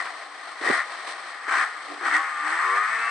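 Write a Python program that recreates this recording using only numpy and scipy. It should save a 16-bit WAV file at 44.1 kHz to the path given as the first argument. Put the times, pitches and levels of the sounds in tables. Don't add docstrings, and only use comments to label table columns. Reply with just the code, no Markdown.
import sys
import numpy as np
from scipy import signal
from scipy.fft import rfft, irfft, next_fast_len
from scipy.io import wavfile
from scipy.ndimage import uniform_filter1d, minimum_filter1d, map_coordinates

SR = 44100
rng = np.random.default_rng(int(sys.argv[2]) if len(sys.argv) > 2 else 0)


def unload_audio(sound):
    columns = np.transpose(np.atleast_2d(sound))
    steps = np.round(np.clip(columns, -1, 1) * 32767)
    wavfile.write(sys.argv[1], SR, steps.astype(np.int16))


N = 136710
T = np.arange(N) / SR


def amp(db):
    return 10 ** (np.asarray(db) / 20)


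def unit(x):
    return x / np.sqrt(np.mean(x ** 2) + 1e-20)


def at_hz(points, hz):
    freqs_hz, values = np.transpose(points)
    return np.interp(np.log(hz + 1), np.log(freqs_hz + 1), values)


def curve(points):
    return np.interp(T, *np.transpose(points))


def wobble(knots_per_s):
    return map_coordinates(rng.standard_normal(int(N * knots_per_s / SR) + 4), [T * knots_per_s])


def noise():
    return rng.standard_normal((2, N))


def swell(start_s, rise_s, hold_s, release_s, span_db=18.5):
    before = np.maximum((start_s + rise_s - T) / rise_s, 0)
    after = np.maximum((T - start_s - rise_s - hold_s) / release_s, 0)
    return amp(-span_db * (before + after))


def microphone(pair, tilt):
    # freq_hz, gain_db
    response = [(35, -78), (60, -51), (145, -43), (237, -35.5), (294, -26), (349, -19.5), (389, -22),
                (433, -17), (482, -15.5), (560, -15), (807, -4), (899, -10.5), (1070, 0.5), (1190, -0.5),
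                (1640, -3.5), (1870, 1.5), (2810, -23.5), (3190, -21), (3400, -27), (4800, -25),
                (6620, -30.5), (7070, -40), (7700, -24), (8390, -22.5), (10200, -45), (11000, -61.5),
                (12200, -77), (22000, -120)]
    # centre_hz, width_hz, gain_db
    housing = [(683, 58, 2), (1233.6, 46, 5.5), (1890, 140, 1.5), (2680, 65, -0.5), (3197, 41, 3),
               (3580, 170, 6), (4170, 88, 7), (5270, 25, -11.5)]
    # freq_hz, coherence
    likeness = [(60, 0.24), (110, 0.2), (190, 0.47), (330, 0.67), (580, 0.78), (1010, 0.92), (1780, 0.84),
                (3140, 0.47), (5530, 0.38), (9730, 0.26)]
    # freq_hz, left_minus_right_db
    balance = [(200, 2.5), (700, 4), (1100, 5), (1400, 2), (1900, 5.5), (2500, 5), (3300, -1.5),
               (5000, -3.5), (7000, -7), (8500, -8.5), (10000, -8.5)]
    size = 2 * next_fast_len(N)
    hz = np.fft.rfftfreq(size, 1 / SR)
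    housing_db = sum(db / (1 + (2 * (hz - centre_hz) / width_hz) ** 2)
                     for centre_hz, width_hz, db in housing)
    cepstrum = irfft(np.log(amp(at_hz(response, hz) + housing_db + at_hz(tilt, hz))))
    causal = np.r_[1, np.full(size // 2 - 1, 2), np.zeros(size // 2)]
    colour = np.exp(rfft(cepstrum * causal))
    spread_rad = np.arccos(np.clip(at_hz(likeness, hz), 0, 1)) / 2
    mid, side = rfft(pair, size) * colour * [np.cos(spread_rad), np.sin(spread_rad)]
    lean = amp(at_hz(balance, hz) / 2)
    return unit(irfft([(mid + side) * lean, (mid - side) / lean], size)[:, :N])


def crankshaft():
    # time_s, speed_hz
    speeds = [(0, 78), (.3, 73), (.7, 78), (1.15, 76), (1.38, 73), (1.46, 71), (1.54, 66), (1.65, 81),
              (1.85, 73), (2.0, 72), (2.09, 66), (2.15, 75.1), (2.2, 80.2), (2.244, 79.3), (2.378, 74.4),
              (2.438, 75.3), (2.498, 78), (2.56, 83.4), (2.64, 91), (2.75, 99), (2.878, 108.6),
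              (2.938, 111.9), (2.998, 114.2), (3.1, 116.3)]
    speed_hz = curve(speeds)
    return speed_hz, np.cumsum(speed_hz) / SR


def exhaust_rasp():
    # time_s, level_db
    levels = [(0, -73), (1.3, -45), (1.6, -29.5), (1.95, -47.5), (2.1, -25.5), (2.2, -27), (2.32, -31),
              (2.42, -30), (2.52, -25.5), (2.62, -26), (2.7, -25.5), (2.8, -28.5), (2.92, -26.5),
              (3.1, -28.5)]
    # freq_hz, gain_db
    pulse_tilt = [(100, -44), (250, 0), (450, -6), (750, -6), (1100, 1.5), (1500, 5), (1900, 4.5),
                  (2400, 0.5), (3500, -2.5), (6000, -17.5), (9000, -20.5)]
    # freq_hz, gain_db
    gas_tilt = [(150, -38), (400, -22), (900, -2.5), (2000, -1.5), (2600, 8), (3200, 7.5), (4500, 6),
                (8500, 5.5)]
    weak_gain, scatter_db, jitter_s = 0.3, 2, .00004
    echo_db, gas_db = 3, -6.5
    _, turns = crankshaft()
    firing = np.arange(1, int(2 * turns[-1]))
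    timing, strength = rng.standard_normal((len(firing), 2)).T
    at_sample = (np.interp(firing / 2, turns, T) + jitter_s * timing) * SR
    sizes = np.where(firing % 2, weak_gain, 1) * amp(scatter_db * strength)
    taps = at_sample.astype(int)[:, None] + np.arange(-8, 9)
    kernels = sizes[:, None] * np.sinc(taps - at_sample[:, None])
    pulses = unit(np.bincount(np.clip(taps, 0, N - 1).ravel(), kernels.ravel(), N))
    echo = trees(pulses)
    rasp = microphone([unit(pulses + amp(echo_db) * echo[0]), echo[1]], pulse_tilt)
    puffs = amp(0.65 * np.cos(4 * np.pi * turns) + np.cos(2 * np.pi * turns))
    gas = microphone(noise() * puffs, gas_tilt)
    return amp(curve(levels) + 0.36 * wobble(25.5)) * (rasp + amp(gas_db) * gas)


def pipe_note():
    # time_s, level_db
    levels = [(0, -64), (1.4, -81), (1.6, -53.5), (1.75, -78), (2.05, -52.5), (2.16, -44), (2.27, -78),
              (2.4, -58.5), (2.53, -47), (2.6, -57.5), (2.68, -40), (2.76, -38), (2.83, -52), (3.1, -52.5)]
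    # crank_order, level_db
    orders = [(2, -1.5), (4, 3), (5, -1), (6, -7.5)]
    # freq_hz, gain_db
    pipe = [(120, -50), (190, -37.5), (222, -5), (300, 4.5), (390, -4), (490, 4), (700, -25)]
    speed_hz, turns = crankshaft()
    note = np.zeros(N)
    for order, db in orders:
        gain = amp(db + at_hz(pipe, order * speed_hz) + 2.2 * wobble(20))
        note += gain * np.sin(2 * np.pi * order * turns + .2 * wobble(30.04))
    return amp(curve(levels) + [[2], [-2]]) * unit(note)


def exhaust_whine():
    # time_s, level_db
    levels = [(0, -64.5), (2.05, -51), (2.2, -26.5), (2.33, -37.5), (2.48, -34.5), (2.6, -32.5),
              (2.7, -26.5), (2.85, -31.5), (2.95, -36), (3.1, -33)]
    # crank_order, level_db
    orders = [(6, -5), (7, -2), (8, -10), (9, -4), (10, 3), (11, 1), (12, 1), (13, -9), (14, 0), (15, -6),
              (16, 0), (17, 0), (18, -2), (19, 0), (20, -9), (21, -8), (22, -5), (23, -7)]
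    # freq_hz, gain_db
    tilt = [(500, -18), (700, -7.5), (810, -4.5), (940, -9), (1060, 2.5), (1220, 6.5), (1350, -4),
            (1550, -7), (1850, -5.5), (2150, 2.5), (2350, -3), (2700, 11)]
    flicker_db, smear_rad = 4.5, .26
    speed_hz, turns = crankshaft()
    tone = np.zeros(N)
    for order, db in orders:
        gain = amp(db + at_hz(tilt, order * speed_hz) + flicker_db * wobble(6.84))
        tone += gain * np.sin(2 * np.pi * (order * turns + rng.random()) + smear_rad * wobble(45))
    return amp(curve(levels) + [[2], [-2]]) * unit(tone)


def throttle_blips():
    # start_s, rise_s, hold_s, release_s, level_db, ring_re_roar_db
    blips = [(-.03, 0.019, 0.019, 0.076, -29.5, -2), (0.052, 0.0089, 0.015, 0.045, -35, -15),
             (0.597, 0.071, 0.074, 0.094, -24, 0), (0.761, 0.028, .012, 0.054, -27, 0),
             (1.465, 0.023, 0.0083, .05, -25, -14), (1.493, 0.027, 0.11, 0.053, -21, -10),
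             (2.008, 0.051, 0.019, 0.08, -22.5, -14.5), (2.106, 0.044, 0.017, 0.027, -18, 0),
             (2.436, 0.036, 0.011, 0.066, -27.5, -6), (2.733, 0.03, 0.02, 0.026, -25.5, -7.5)]
    # freq_hz, gain_db
    roar_tilt = [(100, -21), (250, -4), (600, -2), (1000, 2.5), (1250, 4), (1550, 8), (1950, -.5),
                 (2400, 7), (3500, 5), (6000, 4), (8300, 1.5), (10000, 4.5)]
    # freq_hz, gain_db
    airbox = [(100, -51), (1000, -32), (1220, -14.5), (1400, -30.5), (1750, -16), (1930, -6.5),
              (2100, -6.5), (3000, -46.5), (9000, -39)]
    gulp_db = 2.2
    _, turns = crankshaft()
    roar_power, ring_power = np.zeros(N), np.zeros(N)
    for *timing_s, db, ring_db in blips:
        power = (amp(db) * swell(*timing_s)) ** 2
        roar_power += power
        ring_power += power * amp(ring_db) ** 2
    gulps = amp(gulp_db * np.cos(2 * np.pi * turns))
    roar = np.sqrt(roar_power) * microphone(noise() * gulps, roar_tilt)
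    ring = np.sqrt(ring_power) * microphone(noise() * gulps, airbox)
    return roar + ring


def track_rush():
    # time_s, level_db
    levels = [(0, -34), (.2, -38.5), (.55, -38.5), (.9, -35.5), (1.05, -36), (1.35, -39), (1.75, -39.5),
              (1.92, -37.5), (2.25, -42.5), (2.6, -43.5), (3.1, -40)]
    # freq_hz, gain_db
    tilt = [(100, -10), (200, 16.5), (450, 8.5), (750, 7), (1200, 3), (1900, 1.5), (2800, 11), (4200, 15),
            (6000, 9.5), (8300, 6.5), (10000, 13.5)]
    sway_db = 1.1 * wobble(20) + 1.2 * wobble(130)
    return amp(curve(levels) + sway_db) * microphone(noise(), tilt)


def snow_crunches():
    # start_s, rise_s, hold_s, release_s, level_db
    crunches = [(0.574, 0.09, 0.11, .07, -31), (1.059, 0.014, 0.042, 0.054, -33.5)]
    # freq_hz, gain_db
    tilt = [(100, -7), (300, 3), (750, 6), (1100, -5), (1900, 0.5), (2600, 7.5), (3800, 15.5), (6000, 10),
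            (8300, 8), (10300, 19)]
    grains_per_s, spread_db, powder_db = 1600, 4, -3
    envelope = sum(amp(db) * swell(*timing_s) for *timing_s, db in crunches)
    sizes = amp(spread_db * np.minimum(rng.exponential(size=(2, N)), 4))
    breaks = rng.random((2, N)) < grains_per_s / SR
    grains = unit(breaks * sizes * np.sign(noise()))
    return envelope * microphone(grains + amp(powder_db) * noise(), tilt)


def snow_thuds():
    # peak_s, rise_s, t60_s, level_db, left_minus_right_db
    thuds = [(0.619, 0.011, 0.062, -37.5, -12), (0.638, 0.007, 0.1, -36, -20),
             (.665, 0.0057, 0.078, -31, -3), (.684, 0.0035, 0.16, -35, -17),
             (.704, 0.0069, 0.015, -19.5, -23.5), (0.722, 0.0064, 0.2, -36, -7.5),
             (1.079, 0.0032, 0.17, -46.5, 1), (1.481, 0.0071, 0.16, -41.5, 1.5), (1.55, 0.046, .3, -45, 2),
             (1.921, 0.057, 0.39, -43.5, -13), (2.014, 0.0052, 0.76, -44.5, 2)]
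    # freq_hz, gain_db
    tilt = [(60, -8), (170, 13), (280, 24), (450, 13), (750, -4), (1200, -21), (4000, -34)]
    ring_hz, ring_gain = 289, 0.26
    scuff = microphone(noise(), tilt)
    out = np.zeros((2, N))
    for peak_s, rise_s, t60_s, db, lean_db in thuds:
        age_s = T - peak_s
        envelope = np.clip(age_s / rise_s + 1, 0, 1) * amp(-60 * np.maximum(age_s, 0) / t60_s)
        ring = ring_gain * np.sin(2 * np.pi * ring_hz * age_s)
        out += amp([[db + lean_db / 2], [db - lean_db / 2]]) * envelope * (scuff + ring)
    return out


def crust_snaps():
    # start_s, level_db, from_hz, toward_hz, glide_tau_s, length_s
    snaps = [(.055, -26, 3800, 500, .002, .005), (.0703, -26, 3700, 400, .0021, .005),
             (.695, -22, 1000, 235, .003, .019), (1.077, -30, 3500, 600, .002, .006)]
    out = np.zeros(N)
    for start_s, db, from_hz, toward_hz, tau_s, length_s in snaps:
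        age_s = np.clip(T - start_s, 0, length_s)
        cycles = toward_hz * age_s + (from_hz - toward_hz) * tau_s * (1 - np.exp(-age_s / tau_s))
        out += amp(db) * np.sin(np.pi * age_s / length_s) * np.sin(2 * np.pi * cycles)
    return out


def trees(x):
    # freq_hz, t60_s
    decay = [(200, 0.22), (2000, 0.26), (9000, 0.064)]
    hz, age_s, spectra = signal.stft(rng.standard_normal((2, SR // 2)), SR, nperseg=256)
    fade = amp(-60 * age_s / at_hz(decay, hz)[:, None])
    _, tail = signal.istft(spectra * fade, SR, nperseg=256)
    return signal.fftconvolve(x[None], tail / np.linalg.norm(tail[0]), axes=1)[:, :N]


def scene():
    machine = exhaust_rasp() + pipe_note() + exhaust_whine() + throttle_blips() + track_rush()
    return machine + snow_crunches() + snow_thuds() + crust_snaps()


def record(dry):
    ceiling, window_s, top_hz = 0.28, .0012, 15200
    window = int(window_s * SR)
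    needed_gain = ceiling / np.maximum(np.abs(dry), ceiling)
    limited = dry * uniform_filter1d(minimum_filter1d(needed_gain, window), window)
    size = next_fast_len(N + SR // 2)
    passband = np.fft.rfftfreq(size, 1 / SR) < top_hz
    return irfft(rfft(limited, size) * passband, size)[:, :N]


dry = scene()
out = record(dry)
unload_audio(out)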